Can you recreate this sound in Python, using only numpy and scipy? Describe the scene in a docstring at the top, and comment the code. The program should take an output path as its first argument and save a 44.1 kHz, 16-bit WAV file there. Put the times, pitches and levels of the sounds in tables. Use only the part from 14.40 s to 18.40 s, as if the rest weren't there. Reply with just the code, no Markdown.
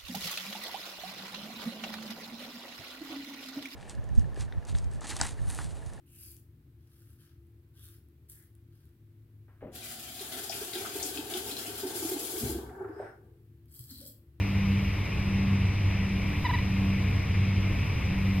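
"""From the start, a huge flock of starlings streams over a marsh: thousands of wingbeats push the air
and merge into a fluttering rush, with faint ticks like feathers touching. Under it lie a low outdoor
rumble and a slowly throbbing drone, like a distant aircraft with two propellers slightly out of step.
Halfway through, a nearer water bird gives one quick four-note cackle. The rest carries on to the end."""
import sys
import numpy as np
from scipy import signal
from scipy.fft import rfft, irfft
from scipy.io import wavfile
from scipy.ndimage import uniform_filter1d

SR = 44100
rng = np.random.default_rng(int(sys.argv[2]) if len(sys.argv) > 2 else 0)


def put_to_file(sound):
    """Save the sound as 16-bit audio at rate SR, in the file named by the first command-line argument."""
    columns = np.atleast_2d(sound).T  # one column per channel
    safe = np.clip(columns, -1, 1)
    whole_steps = np.round(safe * 32767)
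    wavfile.write(sys.argv[1], SR, whole_steps.astype(np.int16))


N = 176400
T = np.arange(N) / SR


def amp(db):
    """Turns decibels into a number to multiply a sound by."""
    return 10 ** (np.asarray(db) / 20)


def unit(x):
    """Scales a signal to an average strength (rms) of 1."""
    return x / np.sqrt(np.mean(x ** 2) + 1e-20)


def at_hz(points, hz):
    """Looks up a table at the frequencies hz, on a scale of octaves."""
    f, value = np.transpose(points)
    return np.interp(np.log(hz + 1), np.log(f + 1), value)


def at_time(points, t):
    """Looks up a table at the times t."""
    return np.interp(t, *np.transpose(points))


def noise(spectrum):
    """Noise of strength 1, coloured by a table of frequencies and levels."""
    gain = amp(at_hz(spectrum, np.fft.rfftfreq(N, 1 / SR)))
    return unit(irfft(rfft(rng.standard_normal(N)) * gain, N))


def drift(hz):
    """A random wobble of strength 1, up to about hz times a second."""
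    gain = np.exp(-(np.fft.rfftfreq(N, 1 / SR) / hz) ** 2)
    return unit(irfft(rfft(rng.standard_normal(N)) * gain, N))


def ears(middle, side):
    """Makes left and right from a shared part and a part that adds width."""
    return np.array([middle + side, middle - side])


def wingbeats(t, hz, birds=60, beats_per_s=7.7, pass_s=0.11, swish_octaves=0.51, near_share=0.03):
    """Flutter by pitch and time: each nearer bird swishes once per downstroke as it passes."""
    when, pitch, phase = rng.random((birds, 3)).T[:, :, None]
    rate = beats_per_s * np.exp(0.058 * rng.standard_normal((birds, 1)))
    strokes = np.exp(22 * np.cos(2 * np.pi * (rate * t + phase)))  # one sharp peak per beat
    passing = np.exp(-((t - when * (T[-1] + 1) + .5) / pass_s) ** 2)
    swish_hz = 800 * 8 ** pitch
    swish = np.exp(-(np.log2((hz + 1) / swish_hz) / swish_octaves) ** 2) + 0.0085
    near = swish.T @ (strokes * passing)
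    average = uniform_filter1d(near, size=160, axis=1)
    return np.sqrt(1 - near_share + near_share * near / average)  # the far birds stay steady


def flock(hiss_hz=12700, patch_db=0.75):
    """Air rushes through countless wings, fluttering at a steady level under a wavering high hiss."""
    # colour of the rush shared by both ears: f/Hz, relative level/dB
    middle_colour = [(240, -22), (400, -2), (542, -5.5), (723, -8), (1060, -6), (1300, -10), (1570, -12),
                     (1900, -5.5), (2190, -.5), (2390, 0.5), (2790, -5), (3240, -12.5), (3770, -15.5),
                     (4100, -19), (4450, -24.5), (4750, -19.5), (4950, -17), (5200, -24), (5650, -25.5),
                     (6150, -35.5), (9000, -34), (13700, -33.5), (15000, -38)]
    # colour of the rush spread to the sides: f/Hz, relative level/dB
    side_colour = [(240, -42), (400, 2), (680, 0), (1010, 0), (1140, -4), (1570, -5), (2000, -6),
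                   (2470, -14), (3150, -41), (3550, -9), (3830, -9), (4260, -6), (4880, -11), (5600, -4),
                   (7030, -22), (13700, -25.5), (15000, -28)]
    # slow curve that turns the highest hiss down as it rises: t/s, cut/dB before scaling
    hiss_cut = [(0, -6), (.35, -3), (.55, -1.3), (.8, -2.6), (1.1, -1.3), (1.3, 0), (1.5, 0), (2.2, .2),
                (2.55, 0), (2.85, 2), (3.15, -1), (3.45, .2), (3.65, .8), (4, 0)]
    # how strongly that curve turns the hiss down, heard only in the highest treble: f/Hz, factor
    cut_depth = [(500, .1), (1300, 0.15), (2300, 2.8), (3500, 1), (7000, 0.39)]
    # rise and fall of the highest hiss: t/s, level/dB
    hiss = [(0, -.5), (.45, 2), (.7, -0.5), (1.65, -1.2), (2.05, 5.5), (2.3, 1), (2.7, 2), (3.1, -1.5),
            (3.45, 2.5), (3.75, 1), (3.95, 5.5)]
    # how much louder the left is than the right: f/Hz, level/dB
    lean = [(60, 4), (99, 0.0), (160, -0.5), (270, -18), (450, 3), (740, -0.5), (1220, 4), (2010, 4),
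            (3320, -2), (5490, 2), (9060, -0.5), (15000, -2.5)]
    rush = ears(amp(-40) * noise(middle_colour), amp(-48) * noise(side_colour))
    hz, t, bands = signal.stft(rush, SR, nperseg=512, noverlap=384)  # split by pitch and time
    patches = rng.standard_normal((len(t), len(hz))).T  # random louder and softer spots
    patches = uniform_filter1d(patches, size=8, axis=0)
    patches = unit(uniform_filter1d(patches, size=14, axis=1))
    treble = np.clip((hz[:, None] / hiss_hz) ** 4, 0, 1)
    cut_db = at_hz(cut_depth, hz)[:, None] * at_time(hiss_cut, t)
    treble_db = treble * (at_time(hiss, t) - cut_db)
    bands = bands * wingbeats(t, hz) * amp(treble_db + patch_db * patches)
    bands *= amp(ears(0, at_hz(lean, hz) / 2))[:, :, None]
    return signal.istft(bands, SR, nperseg=512, noverlap=384)[1][:, :N]


def feather_ticks(per_s=60, fade_s=0.00083, level_db=-72):
    """Faint bright ticks, as of feathers clipping each other."""
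    hits = (rng.random(N) < per_s / SR) * amp(2 * np.minimum(rng.exponential(1, N), 3))
    fades = signal.lfilter([1], [1, -np.exp(-1 / (fade_s * SR))], hits)
    bursts = fades * rng.standard_normal((2, N))
    keep_treble = signal.butter(1, 3000, "high", fs=SR, output="sos")
    return amp(level_db) * unit(signal.sosfilt(keep_treble, bursts))


def rumble():
    """A far, low rumble over the open marsh, nearly the same in both ears."""
    # colour of the rumble shared by both ears: f/Hz, relative level/dB
    middle_colour = [(10, -9.5), (25, -12), (40, -3.5), (65, 1), (90, 2), (120, -2.5), (165, -6),
                     (205, -12.5), (250, -14), (320, -16), (400, -26), (470, -30), (700, -75)]
    # colour of the rumble spread to the sides: f/Hz, relative level/dB
    side_colour = [(20, -16), (70, -19), (170, 9.5), (280, 6.5), (400, -9), (470, -9), (700, -47)]
    # slow swell of the rumble: t/s, level/dB
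    swell = [(0, -2), (.7, -0.6), (1.5, 0), (2.2, -0.4), (3.25, 1), (3.6, 0.5), (4, -1.5)]
    return amp(at_time(swell, T)) * ears(amp(-30) * noise(middle_colour), amp(-52) * noise(side_colour))


def propellers(waver_db=.5, jitter_radians=0.19):
    """Two propellers slightly out of step throb; the long way through the air fades each tone."""
    # how often a blade passes, averaged over both propellers: t/s, f/Hz
    blade_rate = [(0, 98.1), (1, 97.4), (2.1, 96.9), (3, 96.4), (4, 96.2)]
    # gap between the two blade rates: t/s, f/Hz
    rate_gap = [(0, .662), (4, .732)]
    # tones at 1, 2 and 3 times the blade rate: level/dB, second propeller's strength, t/s of a dip
    tones = [(-30, 0.25, 0.57), (-33, 0.82, 0.65), (-49, 0.37, 0.75)]
    # slow fading: t/s, then relative level/dB of tones 1, 2 and 3
    fading = [(0, 0, -1.5, 9), (.3, 5, 4.5, 4), (.6, 1, -1.5, -5.5), (1.1, 1.5, 4, 2), (1.6, 2, 0, -4),
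              (1.9, -3, -2.5, 6.5), (2.15, 1.5, -0.5, 5.5), (2.45, 3.5, 3, 7), (2.8, -0.5, 2.5, -3),
              (3.05, 5, -1.5, -22), (3.5, 0, -2.5, -5), (4, -2.5, 3, 5)]
    fade = np.transpose(fading)
    cycles = np.cumsum(at_time(blade_rate, T)) / SR
    lead = np.cumsum(at_time(rate_gap, T)) / SR  # cycles by which one propeller is ahead
    drone = np.zeros(N)
    for k, (db, second, dip_s) in enumerate(tones, 1):
        apart = np.exp(1j * np.pi * k * (lead - np.interp(dip_s, T, lead)))
        throb = apart - second / apart  # the two partly cancel at each dip
        phase = 2 * np.pi * (k * cycles + rng.random()) + jitter_radians * drift(5.5)
        tone = (throb * np.exp(1j * phase)).real
        fade_db = np.interp(T, fade[0], fade[k]) + waver_db * drift(1.6)
        drone += amp(db) * unit(tone * amp(fade_db))
    return drone


def yelp(length, db, top_hz, overtone_db, sag, slip, rough, rise_s=0.0088, fall_s=0.0087):
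    """One nasal note: the pitch arches, then slips down through a range where the throat rings."""
    # how the throat boosts or weakens each pitch: f/Hz, level/dB
    throat = [(800, -1), (1000, -1.5), (1500, 5), (1680, 9.5), (1830, -7), (2000, -3.5), (3000, -15.5),
              (3600, -12), (4000, -17), (5000, -25), (6000, -36)]
    t = np.arange(0, length, 1 / SR)
    progress = t / length
    peak_at, slip_at, open_at = 0.428, 0.71, 0.32  # shares of the note's length
    ending = np.clip((progress - slip_at) / (1 - slip_at), 0, 1)
    jitter = 0.0066 * drift(300)[:len(t)]
    hz = top_hz * (1 - sag * (progress - peak_at) ** 2 - slip * ending + jitter)
    cycles = np.cumsum(hz) / SR
    opening = amp(overtone_db) * np.minimum(progress / open_at, 1)  # overtones follow the lowest tone
    tone = np.zeros(len(t))
    for k in range(1, 6):
        strength = amp(at_hz(throat, k * hz)) * (opening if k > 1 else 1)
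        rasp = 1 + rough * drift(420)[:len(t)]
        tone += strength * rasp * np.cos(2 * np.pi * k * cycles)
    shape = np.minimum(t / rise_s, 1) * np.minimum((length - t) / fall_s, 1)
    return amp(db) * shape * tone


def cackle(echo_db=-16, echo_s=.3):
    """A water bird yelps four times, and the reeds scatter a faint echo."""
    # notes before the throat colours them: start t/s, length/s, level/dB, top f/Hz,
    # overtone boost/dB, depth of the pitch arch, closing slip as a share of the pitch, roughness 0-1
    notes = [(2.0435, 0.031, -24.5, 996, 0, 0.415, 0.022, 0.09),
             (2.0865, 0.031, -24.5, 1000, -5.5, 0.327, 0.11, 0.13),
             (2.129, 0.033, -27.5, 983, 0.5, 0.24, .06, 0.1),
             (2.181, 0.02, -35.5, 1001, 7, 0.13, 0.02, 0.17)]
    voice = np.zeros(N)
    for start_s, *settings in notes:
        note = yelp(*settings)
        start = round(start_s * SR)
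        voice[start:start + len(note)] += note
    t = T[:SR // 2]
    tail = rng.standard_normal((2, len(t))) * amp(-60 * t / echo_s)
    echo = signal.fftconvolve(voice[None], tail / np.linalg.norm(tail[0]), axes=1)[:, :N]
    return voice + amp(echo_db) * echo


def from_left(sound, delay_samples=3):
    """Sound from the left reaches the right ear a moment later."""
    return np.array([sound[0], np.roll(sound[1], delay_samples)])


def scene():
    """The flock, the far rumble and drone, and the one call."""
    return flock() + feather_ticks() + from_left(rumble() + propellers()) + cackle()


def record(dry):
    """Cuts off the very highest treble, above 15100 Hz."""
    treble_cut = signal.firwin(511, 15100, window=("kaiser", 9), fs=SR)
    return signal.oaconvolve(dry, treble_cut[None], "same")


dry = scene()
out = record(dry)
put_to_file(out)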